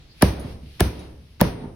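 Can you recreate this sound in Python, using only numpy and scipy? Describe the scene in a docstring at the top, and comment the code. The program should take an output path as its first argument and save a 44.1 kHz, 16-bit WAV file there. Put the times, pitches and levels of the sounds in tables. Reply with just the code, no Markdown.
"""A workshop, close to a cloth-covered bench: a hammer drives a nail into a wooden block, three blows.
Each blow is a short scuff, a steel crack, a knock of the block and a boom of the bench;
the room rings after it. Loose nails jingle, things on the bench settle, a chip ticks.
The hand scrapes the block and the arm swishes faintly over the quiet of the room."""
import sys
import numpy as np
from scipy import signal
from scipy.fft import rfft, irfft
from scipy.io import wavfile
from scipy.ndimage import uniform_filter1d

SR = 44100
rng = np.random.default_rng(int(sys.argv[2]) if len(sys.argv) > 2 else 0)


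def wav_record(signal):
    """Record a signal, one row per channel, as 16-bit PCM in the file named by sys.argv[1]."""
    frames = np.transpose(np.atleast_2d(signal))
    bounded = np.clip(frames, -1, 1)
    # unit amplitude maps onto the largest positive 16-bit level
    quanta = np.round(bounded * 32767).astype(np.int16)
    wavfile.write(sys.argv[1], SR, quanta)


N = 77175
T, HZ = np.arange(N) / SR, np.fft.rfftfreq(N, 1 / SR)
TOP_HZ = 16400
MIC_DELAY_S = np.array([[0], [0.00002]])  # left, right
# microphone pair (frequency [Hz], correlation [-1..1], left minus right [dB])
MIC_PAIR = [(100.4, 0.94, 0.1), (280, 1, -2.9), (652, 0.17, 0.5), (1494, 0.2, 1), (2880, 0.07, 2),
            (5520, 0, -1), (10300, 0.14, 0.5), (15140, -0.1, -2.3)]


def amp(db):
    """Decibels to gain."""
    return 10 ** (np.asarray(db) / 20)


def read(table, hz, column=1):
    """Table column interpolated over log frequency."""
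    columns = np.transpose(table)
    return np.interp(np.log(hz + 1), np.log(columns[0] + 1), columns[column])


def add(mix, start_s, sound):
    """Mix a sound in at start_s."""
    part = mix[:, round(start_s * SR):][:, :sound.shape[1]]
    part += sound[:, :part.shape[1]]


def noise(spectrum, tilt_db_oct=0):
    """Partly correlated stereo noise: shaped, scaled to unit rms, then tilted above 500 Hz."""
    a, b = rfft(rng.standard_normal((2, N)))
    correlation = np.clip(read(MIC_PAIR, HZ), -1, 1)
    mid, side = a * np.sqrt((1 + correlation) / 2), b * np.sqrt((1 - correlation) / 2)
    colour = amp(read(spectrum, HZ))
    colour /= np.sqrt(np.mean(colour ** 2))
    colour *= amp(tilt_db_oct * np.log2(np.maximum(HZ, 500) / 500))
    return irfft(np.array([mid + side, mid - side]) * colour * (HZ < TOP_HZ), N)


def burst(spectrum, db, decay_s):
    """Noise with sudden onset and exponential decay."""
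    return amp(db) * noise(spectrum) * np.exp(-T / decay_s)


def ring(modes, gain_db=0, rise_cycles=0.4, delay_500hz_s=0):
    """Struck modes; low ones build up more slowly and, if delayed, arrive later."""
    t, out = T - MIC_DELAY_S, np.zeros((2, N))
    for k, ((hz, db, t60_s), extra_db) in enumerate(zip(modes, gain_db + np.zeros(len(modes)))):
        age_s = np.maximum(t[:, :int(2 * t60_s * SR)] - delay_500hz_s * np.sqrt(500 / hz), 0)
        rise = 1 - np.exp(-age_s * hz / rise_cycles)
        fall = amp(db + extra_db - 60 * age_s / t60_s)
        out[:, :age_s.shape[1]] += (-1) ** k * fall * rise * np.sin(2 * np.pi * hz * age_s)
    return out


def room_tone():
    """Steady quiet of the workshop; a low rumble dies away at the start."""
    # spectra (frequency [Hz], density [dB])
    floor = [(25, -12), (60, 0), (140, -5), (250, -16), (450, -23), (1000, -31), (3000, -30), (5500, -32),
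             (7500, -46), (10000, -39), (16000, -48)]
    rumble = [(25, -11), (60, -1), (140, -8), (250, -17.5), (500, -24.5), (1200, -33), (4000, -26.5),
              (8000, -46), (16000, -55)]
    return amp(-54) * noise(floor) + burst(rumble, db=-47.5, decay_s=0.27)


def arm():
    """Cloth swishes as the arm swings; the block scrapes once under the hand."""
    # swings (centre [s], sigma [s], level [dB])
    swings = [(0.23, 0.052, -51), (0.501, 0.039, -51.5), (0.756, 0.1, -54), (0.982, 0.084, -54),
              (1.316, 0.12, -62)]
    # spectra (frequency [Hz], density [dB])
    cloth = [(300, -4), (1200, -10), (2600, 1), (5000, -2), (7500, -22), (10000, -9.5), (16000, -23.5)]
    scrape = [(3500, -26), (4400, 0), (5000, -3), (6000, -30)]

    def swell(centre_s, sigma_s, db):
        return amp(db) * np.exp(-((T - centre_s) / sigma_s) ** 2 / 2)

    swishes = noise(cloth) * sum(swell(*swing) for swing in swings)
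    return swishes + noise(scrape) * swell(centre_s=0.12, sigma_s=0.022, db=-56.5)


def scuff(length_s, db):
    """Grainy scuff swelling into the crack."""
    # spectrum (frequency [Hz], density [dB])
    spectrum = [(100, -6), (500, 4), (1200, 0.5), (2500, -3), (6000, -14.5), (10000, -26), (16000, -32.5)]
    size, grain_db = round(length_s * SR), 4.5
    grains = uniform_filter1d(rng.standard_normal(N), size=40)
    swell = np.linspace(0, 1, size) ** 0.89
    return swell * (amp(db + grain_db * grains / grains.std()) * noise(spectrum))[:, :size]


def crack(blow, db):
    """Steel hits steel."""
    # spectra (frequency [Hz], density in blow 0, 1, 2 [dB])
    spectra = [(502, -12, 1, -7.5), (1850, 5, 1, 17.5), (2950, -10, 7, -23), (5400, 9, -9, -12.5),
               (7000, -5.5, -9, -36), (9700, -14.5, 9, 1.5), (10260, 17.5, -10, 1.5), (11900, -17, 4, -7),
               (13300, -5, -5, 4), (15970, -2, 3.5, 2)]
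    return burst(np.array(spectra)[:, [0, blow + 1]], db, decay_s=0.00069)


def rasp(db, decay_s):
    """The nail rasps through wood fibres."""
    # spectrum (frequency [Hz], density [dB])
    fibres = [(200, -12.5), (700, 8.5), (1800, 6), (3000, -6.5), (5000, 1.5), (7500, -27.5), (10500, 4),
              (13000, -27), (16000, -14)]
    return burst(fibres, db, decay_s)


def steel_ring(db, shank_hz, shimmer_db):
    """Head and nail ring, the free shank only briefly; the head shimmers on."""
    # modes (frequency [Hz], level [dB], t60 [s])
    head_and_nail = [(2410, -30.5, 0.45), (3075, -41, 0.075), (3795, -51.5, 0.45), (9280, -45.5, 0.3),
                     (10900, -30.5, 0.051)]
    shimmer = [(969, -43, 0.6), (3795, -63, 1.0), (9060, -62, 1.3), (9216, -60, 1.3), (9400, -65, 1.2),
               (9630, -63, 1.2)]
    shank = [(shank_hz, -16, 0.0076)]
    return amp(db) * ring(head_and_nail) + ring(shank) + amp(shimmer_db) * ring(shimmer)


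def bending_wave(colour, travel_s):
    """First wave through block and bench; delay goes as 1/sqrt(frequency), so it sweeps down."""
    # spectrum (frequency [Hz], density [dB])
    spectrum = [(20, -30.5), (60, -11.5), (100, 3), (180, 3.5), (300, -7.5), (600, -11.5), (1000, -17),
                (1800, -33.5), (3500, -45), (8000, -67)]
    phase_turns = 2 * travel_s * np.sqrt(500 * HZ) + HZ * MIC_DELAY_S
    magnitude = amp(36 + read(spectrum, HZ) + read(colour, HZ))
    return irfft(magnitude * np.exp(-2j * np.pi * phase_turns), N)[:, :SR // 10]


def block_knock(colour, travel_s):
    """The block's modes start partway through the bending wave's travel."""
    # modes (frequency [Hz], level [dB], t60 [s])
    modes = [(173.2, -4.5, 0.084), (237, -14.5, 0.054), (320, -30, 0.017), (406, -27.5, 0.019),
             (437, -48.5, 0.21), (504.3, -20, 0.094), (591, -11.5, 0.061), (660, -11.5, 0.028),
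             (888, -27.5, 0.035), (957, -23.5, 0.066), (1128, -18.5, 0.026), (1564, -27.5, 0.03),
             (1706, -12, 0.022), (2896, -23, 0.028)]
    return ring(modes, read(colour, np.transpose(modes)[0]), delay_500hz_s=0.614 * travel_s)


def bench_boom(db):
    """Low modes of the bench."""
    # modes (frequency [Hz], level [dB], t60 [s])
    modes = [(57.7, -15, 0.16), (92.1, -9, 0.068), (109.9, -21.5, 0.18)]
    return amp(db) * ring(modes)


def standing_waves(db):
    """Room modes build up slowly and hum on."""
    # modes (frequency [Hz], level [dB], t60 [s])
    modes = [(60.1, -25.5, 0.7), (68.6, -19, 1), (171, -35, 0.89)]
    return amp(db) * ring(modes, rise_cycles=38)


def echoes(near_db, far_db, tilt_db_oct):
    """Dense reflections rise, sag during a hold, then decay at a rate set by frequency."""
    # reverberation (frequency [Hz], density [dB], t60 [s])
    near = [(40.3, -5, 0.17), (151, 4, 0.17), (385, -4, 0.52), (930, -12.5, 0.21), (2420, -18, 0.37),
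            (6210, -22, 0.29), (7530, -59, 0.12), (8600, -23.5, 0.27), (12200, -25.5, 0.24),
            (13500, -33, 0.23), (16000, -32.5, 0.31)]
    far = [(29.8, -8, 2.1), (63.6, 0.5, 1.9), (133, 0, 0.85), (269, -4.5, 0.81), (509, -8, 0.72),
           (1270, -20.5, 0.61), (4520, -29, 0.29), (6100, -36.5, 1.1), (7800, -75, 0.5),
           (8250, -37.5, 0.94), (12000, -44, 1.4), (16000, -55, 0.48)]

    def tail(bands, db, rise_s, hold_s, sag_db_per_s):
        hz, t, frames = signal.stft(noise(bands, tilt_db_oct), SR, nperseg=512)
        t60_s = read(bands, hz, column=2)[:, None]
        frames *= amp(db - sag_db_per_s * np.minimum(t, hold_s) - 60 * np.maximum(t - hold_s, 0) / t60_s)
        return signal.istft(frames, SR, nperseg=512)[1][:, :N] * (1 - np.exp(-T / rise_s))

    return (tail(near, near_db - 15.5, rise_s=0.0022, hold_s=0.064, sag_db_per_s=108.5)
            + tail(far, far_db - 28, rise_s=0.087, hold_s=0.23, sag_db_per_s=20.5))


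def hammer():
    """Each blow excites nail, block, bench and room."""
    # blows (time [s], scuff length [s], scuff [dB], crack [dB], rasp [dB], rasp decay [s], steel [dB],
    # shimmer [dB], shank [Hz], wave travel at 500 Hz [s], bench [dB], standing waves [dB],
    # near echo [dB], far echo [dB], echo tilt [dB/octave])
    blows = [(0.2231, 0.012, -22, -3.5, -14, 0.0051, -11.5, 2, 4840, 0.006168, 6, 9, -3.5, -1, -0.5),
             (0.8057, 0.011, -22, -4.5, -18.5, 0.0044, -13.5, -2, 5450, 0.004897, 4.5, 3, -6.5, -6, -0.5),
             (1.4128, 0.016, -25.5, -0.5, -14, 0.0028, -17, 2.5, 5370, 0.00382, -0.5, -2.5, -2, -2.5, -2.03)]
    # drive on the block: bands (frequency [Hz]), then one row per blow (gain in each band [dB])
    drive_hz = (175, 380, 560, 700, 900, 1700)
    drive_db = [(-1.5, 7.5, 3, -0.72, 2.5, 1), (-8.5, 8.5, -21.5, 0.47, -8.5, -4),
                (-0.5, -14, 0, 1, 2, -7.5)]
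    out = np.zeros((2, N))
    for k, (s, scuff_s, scuff_db, crack_db, rasp_db, rasp_s, steel_db, shimmer_db, shank_hz, travel_s,
            bench_db, hum_db, near_db, far_db, tilt_db_oct) in enumerate(blows):
        colour = list(zip(drive_hz, drive_db[k]))
        add(out, s - scuff_s, scuff(scuff_s, scuff_db))
        add(out, s, crack(k, crack_db) + rasp(rasp_db, rasp_s))
        add(out, s, steel_ring(steel_db, shank_hz, shimmer_db))
        add(out, s, bending_wave(colour, travel_s))
        add(out, s, block_knock(colour, travel_s))
        add(out, s + travel_s, bench_boom(bench_db) + standing_waves(hum_db))
        add(out, s + 0.051, bench_boom(bench_db - 6))  # the top drops back on its frame
        add(out, s, echoes(near_db, far_db, tilt_db_oct))
    return out


def loose_things():
    """Spare nails jump on the cloth, things settle, a wood chip shifts with a tick."""
    # events (time [s], level [dB], tilt [dB/octave])
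    jingles = [(0.396, -57, 7.5), (0.992, -50.5, -2.5)]
    settles = [(0.445, -32.5, -2.5), (0.632, -33, -16), (1.612, -33.5, -1.5), (1.640, -31, 0)]
    # modes (frequency [Hz], level [dB], t60 [s])
    nail_modes = [(3805, 0.5, 0.17), (5900, 0, 0.054), (6660, -9, 0.24), (10200, -2, 0.053),
                  (10400, 3, 0.15), (12980, -14, 0.27), (15400, -12, 0.04)]
    settle_modes = [(145.2, -1, 0.2), (238.4, 6.5, 0.11), (410, -9.5, 0.2), (796, -17, 0.2),
                    (900, -13.5, 0.21)]
    # tick spectrum (frequency [Hz], density [dB])
    chip = [(500, -37), (2800, 24), (5500, -17.5), (9000, -26), (16000, -35)]
    out = np.zeros((2, N))
    for events, modes in ((jingles, nail_modes), (settles, settle_modes)):
        octaves = np.log2(np.transpose(modes)[0] / modes[0][0])
        for s, db, tilt_db_oct in events:
            add(out, s, ring(modes, db + tilt_db_oct * octaves))
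    add(out, 0.66, burst(chip, db=-46, decay_s=0.003))
    return out


def scene():
    """Blows, small movements and the quiet room."""
    return hammer() + loose_things() + arm() + room_tone()


def record(dry):
    """Microphone balance, soft overload, band limit."""
    balance_db = read(MIC_PAIR, HZ, column=2)
    balanced = irfft(rfft(dry) * amp(np.array([balance_db, -balance_db]) / 2), N)
    clipped = balanced / (1 + (balanced / 0.9) ** 6) ** (1 / 6)
    lowpass = signal.firwin(255, TOP_HZ, window=("kaiser", 9), fs=SR)
    return signal.oaconvolve(clipped, lowpass[None], "same")


dry = scene()
out = record(dry)
wav_record(out)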